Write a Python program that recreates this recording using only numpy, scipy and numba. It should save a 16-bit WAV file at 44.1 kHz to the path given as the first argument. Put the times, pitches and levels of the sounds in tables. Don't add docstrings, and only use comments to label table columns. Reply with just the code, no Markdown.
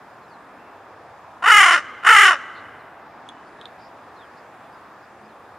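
import sys
import numpy as np
from scipy import signal
from scipy.io import wavfile
from scipy.ndimage import uniform_filter1d
from numba import njit

SR = 44100
rng = np.random.default_rng(int(sys.argv[2]) if len(sys.argv) > 2 else 0)


def gain_from_decibels(decibels):
    exponent = np.asarray(decibels, float) / 20
    return 10 ** exponent


def store_pcm(level_fs):
    pcm = np.round(np.clip(level_fs, -1, 1) * 32767).astype(np.int16)
    wavfile.write(sys.argv[1], SR, np.atleast_2d(pcm).T)


N = 246078

# frequency in Hz, density in dB per Hz.
TRAFFIC_COLOUR = [(12, -54), (20, -39), (90, -9), (180, -10.5), (306, -5), (465, -8), (746, -1.5),
                  (811, -3), (1270, -4), (1380, -5.5), (2920, -27), (3750, -28), (6360, -35.5), (7730, -37),
                  (15500, -46)]
# frequency in Hz, likeness from 0 to 1.
LEFT_RIGHT_LIKENESS = [(60, 0.99), (180, 0.98), (550, 0.98), (1650, 0.93), (4970, 0.266), (15000, 0.29)]
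TRAFFIC_DB = -44.5

# start in seconds, length in seconds, from Hz, to Hz, level in dB.
CHIRPS = [(.22, 0.042, 4440, 3900, -69), (.28, 0.047, 5300, 4200, -69), (.31, .06, 4660, 3800, -65),
          (2.79, 0.031, 4280, 3900, -64), (3.58, 0.081, 3800, 3760, -63), (4.16, .035, 4200, 4080, -61.5),
          (4.189, 0.068, 3770, 3040, -58.5), (4.64, .04, 3500, 3450, -68), (4.722, .04, 4800, 5000, -69),
          (5.23, .04, 4900, 5000, -69), (5.284, 0.064, 4370, 3170, -68)]
# start in seconds, length in
# seconds, from Hz, to Hz, level in dB.
WHISTLES = [
    (0.564, 0.23, 2710, 2660, -65),
    (3.29, 0.17, 3000, 2990, -66),
    (5.17, .17, 209, 225, -56.5),
]
# start in seconds, length in seconds, from Hz, to Hz, level in dB.
BUZZES = [
    (2.55, 0.055, 4200, 3940, -55.5),
    (3.457, .04, 4800, 4800, -67),
    (3.79, .1, 4740, 5000, -61),
    (4.364, 0.044, 4640, 4840, -64),
    (5.02, .04, 5000, 4900, -68),
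]
WHISTLE_WARBLE_HZ, CHIRP_WARBLE_HZ, BUZZ_WARBLE_HZ = 8, 111, 320

# time in seconds, resting pitch in Hz, effort in dB,
# mouth opening from 0 to 1, throat resonance in Hz.
FIRST_CAW = [
    (1.423, 331, -28, 0.2, 1130),
    (1.455, 399, -12.5, 0.41, 1270),
    (1.495, 440, -7.5, 0.57, 1415),
    (1.525, 406, -6.5, 0.76, 1340),
    (1.58, 399.3, -5, 0.9, 1370),
    (1.63, 351.3, -7.5, 0.82, 1224),
    (1.69, 323.9, -11, 0.82, 1220),
    (1.745, 326.7, -10.5, 0.6, 1400),
    (1.8, 282.8, -23, 0.5, 1400),
]
SECOND_CAW = [
    (2.028, 344, -35.5, 0.15, 1300),
    (2.065, 343.5, -8.5, 0.62, 1340),
    (2.095, 427.6, -4.5, 0.6, 1450),
    (2.135, 418.5, -8, 0.78, 1260),
    (2.17, 376.3, -6, 0.8, 1380),
    (2.22, 387.8, -6, 0.86, 1420),
    (2.28, 349.8, -8.5, 0.64, 1400),
    (2.325, 320, -14.5, 0.36, 1300),
    (2.362, 273, -25, 0.057, 1450),
]
# start in seconds, pitch reached in Hz; the last row ends the caw.
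FIRST_THROBS = [(1.423, 350), (1.438, 370), (1.458, 447), (1.474, 513), (1.499, 495), (1.516, 440),
                (1.539, 424), (1.56, 439), (1.581, 417), (1.603, 406), (1.63, 427), (1.658, 388),
                (1.682, 375), (1.707, 390), (1.732, 365), (1.762, 318), (1.774, 296), (1.8, 280)]
SECOND_THROBS = [(2.028, 350), (2.043, 400), (2.065, 454), (2.088, 521), (2.104, 484), (2.126, 452),
                 (2.148, 450), (2.162, 419), (2.183, 435), (2.208, 452), (2.231, 417), (2.253, 392),
                 (2.279, 382), (2.308, 368), (2.331, 285), (2.362, 270)]
# centre in Hz, width in Hz, level in dB.
BEAK_MODES = [(2077, 170, 4.5)]
# centre in Hz, width in Hz, level in dB.
UPPER_MODES = [(2344, 97, -1.5), (2973, 150, 3.5), (3450, 150, -9)]
# centre in Hz, width in Hz, level in dB.
RASP_MODES = [(3900, 720, -3), (4430, 340, -3), (5020, 63, 3.5), (5440, 120, 2), (6160, 230, 5)]
# centre in Hz, width in Hz, level in dB.
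SIZZLE_MODES = [(7300, 67, 2.5), (6690, 770, 3), (8280, 85, 5), (8860, 330, -1.5), (10600, 1700, -8.5),
                (13700, 3500, -13)]

CLIMB_SHARE = .65
CLEAR_DB, CLEAREST, ROUGHER_PER_DB, ROUGHEST = -7, .08, .045, .5
THROAT_WIDTH_HZ, CHEST_CUT_HZ, CHEST_DB = 696, 350, -35.5
# dB with the mouth wide open, dB lost when shut.
BEAK_LAW, UPPER_LAW = (5.8, 33.4), (-2.13, 16.7)
RASP_LAW, SIZZLE_LAW = (-24.5, 13.6), (-19.5, 21.6)
RASP_GROWS_DB_PER_S = 25.5
GAP_DB, STUTTER_DB, STUTTER_S = -4.5, -22.5, 0.031

# band centre in Hz, level in dB, decay by 60 dB in seconds.
WALLS = [(497, -26, 0.67), (1130, -18.5, 1.74), (1827, -20, 1.63), (3060, -20.5, 1.45), (5000, -19.5, 0.58),
         (9000, -44, 0.293)]
NEAR_DB, NEAR_T60_S, SIDE_DB, SIDE_FROM_HZ = -11, 0.073, 3.5, 3970

# time in seconds, peak in dB, ring in Hz, treble in dB, decay by 60 dB in milliseconds.
TWIGS = [
    (3.268, -50, 3340, -3, 14),
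    (3.2892, -27.5, 3393, -3, 21),
    (3.6133, -25.5, 3450, -16.5, 7.8),
    (3.6558, -23, 3610, -17.5, 11),
]


def rms_one(x):
    return x / np.sqrt(np.mean(x ** 2) + 1e-20)


def in_time(rows):
    s, *columns = np.transpose(rows)
    return [np.interp(np.arange(N) / SR, s, column) for column in columns]


def at_hz(points, hz):
    points_hz, values = np.transpose(points)
    return np.interp(np.log(hz), np.log(points_hz), values)


def drift(rate_hz, size=N):
    r = np.exp(-2 * np.pi * rate_hz / SR)
    noise = rng.standard_normal(size + SR // 4)
    settled = signal.lfilter([1], [1, -2 * r, r * r], noise)[SR // 4:]
    return rms_one(settled)


@njit
def resonate(x, turn, r):
    y = np.zeros(len(x))
    for i in range(2, len(x)):
        y[i] = (1 - r * r) / 2 * (x[i] - x[i - 2]) + 2 * r * np.cos(turn[i]) * y[i - 1] - r * r * y[i - 2]
    return y


def peak(x, hz, width_hz):
    turn = 2 * np.pi * hz / SR * np.ones(len(x))
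    return resonate(x + 1e-18, turn, np.exp(-np.pi * width_hz / SR))


def peaks(x, modes):
    return sum((-1) ** k * gain_from_decibels(db) * peak(x, hz, width) for k, (hz, width, db) in enumerate(modes))


def band(x, low_hz, high_hz):
    sos = signal.butter(2, [low_hz, min(high_hz, .45 * SR)], "band", fs=SR, output="sos")
    return signal.sosfilt(sos, x)


def traffic(patchy_db=1.5):
    out = 0
    together = drift(1.5)
    edges = 20 * 2 ** np.arange(0, 10.1, .5)
    white = rng.standard_normal((2, 2, N))
    for k, (low, high) in enumerate(zip(edges, edges[1:])):
        mid, side = band(white[k % 2], low, high)
        hz = np.sqrt(low * high)
        alike = np.clip(at_hz(LEFT_RIGHT_LIKENESS, hz), -1, 1)
        flicker = 0.14 * together + np.roll(together, 9001 * k)
        gain = gain_from_decibels(at_hz(TRAFFIC_COLOUR, hz) + patchy_db * flicker)
        out = out + gain * (np.sqrt(1 + alike) * mid + np.sqrt(1 - alike) * side * [[1], [-1]])
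    return gain_from_decibels(TRAFFIC_DB) * rms_one(out)


def far_birds():
    out = np.zeros(N)
    kinds = (WHISTLES, WHISTLE_WARBLE_HZ), (CHIRPS, CHIRP_WARBLE_HZ), (BUZZES, BUZZ_WARBLE_HZ)
    for calls, warble_hz in kinds:
        for s, length, from_hz, to_hz, db in calls:
            t = np.arange(int(length * SR))
            hz = np.linspace(from_hz, to_hz, len(t)) + warble_hz * drift(520, SR // 4)[:len(t)]
            swell = np.sin(np.pi * t / len(t)) ** 0.35
            tone = np.sin(2 * np.pi * np.cumsum(hz) / SR)
            out[int(s * SR):int(s * SR) + len(t)] += gain_from_decibels(db + 2.5) * swell * tone
    return out


def crow_voice(cycle, rough):
    size = len(cycle)
    order = np.arange(1, 33)[:, None]
    lag = np.where(order < 9, -.5 * order ** 2, 7 * rng.random(order.shape))
    waver = gain_from_decibels(1.2 * np.array([drift(35, SR // 2)[:size] for k in order]))
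    pulses = rms_one(np.sum(waver * np.cos(2 * np.pi * order * cycle + lag), axis=0))
    pulse_number = np.floor(cycle + .5).astype(int)
    strength = gain_from_decibels(9.6 * rough * rng.standard_normal(400)[pulse_number])
    gate = (.5 + .5 * np.cos(2 * np.pi * cycle)) ** 2
    breath = rms_one(gate * rng.standard_normal(SR // 2)[:size])
    voice = np.sqrt(1 - .7 * rough) * pulses * strength + .55 * rough * breath
    return voice, breath, strength, waver[0]


def caw(controls, throbs):
    s, top_hz = np.transpose(throbs)
    first = int(s[0] * SR)
    t = np.arange(first, int((s[-1] + 0.023) * SR)) / SR
    rest_hz, level_db, opening, throat_hz = (c[first:first + len(t)] for c in in_time(controls))

    top = s + CLIMB_SHARE * np.diff(s, append=s[-1] + .005)
    low_hz = np.interp(s, t, rest_hz)
    pitch = np.interp(t, np.ravel([s, top], "F"), np.ravel([low_hz, top_hz], "F"))
    rough = np.clip(CLEAREST + ROUGHER_PER_DB * (CLEAR_DB - level_db), CLEAREST, ROUGHEST)
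    jitter = .09 * rough * drift(130, SR // 2)[:len(t)]
    cycle = np.cumsum(pitch * (1 + jitter)) / SR
    voice, breath, strength, first_waver = crow_voice(cycle, rough)

    laws = (BEAK_LAW, UPPER_LAW, RASP_LAW, SIZZLE_LAW)
    beak_db, upper_db, rasp_db, sizzle_db = (open_db - shut_db * (1 - opening) for open_db, shut_db in laws)
    rasp_db = rasp_db + RASP_GROWS_DB_PER_S * (t - t[0])
    strain = np.interp(t, np.ravel([s, top - .006, top], "F"), np.tile([0, 0, 1], len(s)))
    beak_db, upper_db = beak_db - 6 * strain, upper_db - 6 * strain

    throat = peak(voice, throat_hz, .8 * THROAT_WIDTH_HZ) + .16 * voice
    body = peak(throat, throat_hz, 900)
    beak = peaks(voice, BEAK_MODES) + 0.14 * voice
    body = body - gain_from_decibels(beak_db) * peaks(beak, [(2105, 490, 0)])
    upper = peaks(peaks(voice, UPPER_MODES), [(2865, 1270, 0.0025)])
    body = band(body + gain_from_decibels(upper_db + 1.5) * upper, CHEST_CUT_HZ, 3380)
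    body = body + gain_from_decibels(CHEST_DB) * first_waver ** 2.35 * strength * np.cos(2 * np.pi * cycle)
    slack = np.clip((350 - pitch) / 70, 0, 1)
    body = body + gain_from_decibels(CHEST_DB + 10.5) * slack * np.cos(4 * np.pi * cycle)
    hoarse = voice + .3 * breath
    body = body + gain_from_decibels(rasp_db) * band(peaks(hoarse, RASP_MODES), 3630, 5750)
    body = body + gain_from_decibels(sizzle_db) * band(peaks(hoarse, SIZZLE_MODES), 6660, 15440)

    body = body / np.sqrt(uniform_filter1d(body ** 2, size=800) + 1e-9)
    ends = np.append(s[1:], s[-1] + 0.016)
    corners = np.ravel([s, s + 0.00075, top, ends - .002], "F")
    closing = np.interp(t, corners, np.tile([1, 0, 0, 1], len(s)))
    gap_db = GAP_DB + STUTTER_DB * np.exp((t[0] - t) / STUTTER_S)
    fade = np.clip((t[-1] - t) / 0.046, 0, 1)
    out = np.zeros(N)
    out[first:first + len(t)] = body * gain_from_decibels(level_db + gap_db * closing) * fade
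    return out


def street(x):
    t = np.arange(3 * SR // 2) / SR
    mid, side = rng.standard_normal((2, len(t)))
    side = gain_from_decibels(SIDE_DB) * band(side, SIDE_FROM_HZ, 21900)
    near_fall = gain_from_decibels(NEAR_DB - 60 * t / NEAR_T60_S) * np.sqrt(14 / NEAR_T60_S / SR)
    echo = near_fall * np.array([mid + side, mid - side])
    wall_noise = np.array([mid + side / 4, mid - side / 4])
    for hz, db, t60 in WALLS:
        arrival = np.minimum(t / .03, 1)
        fall = gain_from_decibels(db - 60 * t / t60) * arrival * np.sqrt(14 / t60 / SR)
        echo += fall * band(wall_noise, hz / 1.45, hz * 1.45)
    return x + signal.fftconvolve(x[None], echo, axes=1)[:, :N]


def twig_ticks():
    out = np.zeros(N)
    t = np.arange(SR // 4) / SR
    for s, peak_db, hz, treble_db, t60_ms in TWIGS:
        fall = gain_from_decibels(-60000 * t / t60_ms)
        flutter = 0.51 * gain_from_decibels(-4000 * t) * np.cos(2 * np.pi * 260 * t)
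        ring = np.sin(2 * np.pi * hz * t) * (fall + flutter)
        edge = np.sin(2 * np.pi * 6500 * t) + np.sin(2 * np.pi * 8600 * t) + 0.21 * np.sin(2 * np.pi * 10800 * t)
        knock = .5 * gain_from_decibels(-14000 * t) * np.sin(2 * np.pi * 2700 * t)
        wave = ring + knock + gain_from_decibels(treble_db) * edge * gain_from_decibels(-16000 * t)
        start = round(s * SR)
        out[start:start + len(t)] += gain_from_decibels(peak_db) * wave * np.minimum(t / .0008, 1)
    return out


def scene():
    crow = caw(FIRST_CAW, FIRST_THROBS) + caw(SECOND_CAW, SECOND_THROBS)
    return street(crow + twig_ticks() + far_birds()) + traffic()


def low_pass(x):
    return signal.sosfilt(signal.butter(12, 15650, fs=SR, output="sos"), x)


def record(dry):
    top = .93
    bent = dry + 0.01 * dry ** 2 * np.minimum(dry ** 2, 1)
    flat = bent / (1 + np.abs(bent / top) ** 6) ** (1 / 6)
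    return low_pass(flat)


dry = scene()
out = record(dry)
store_pcm(out)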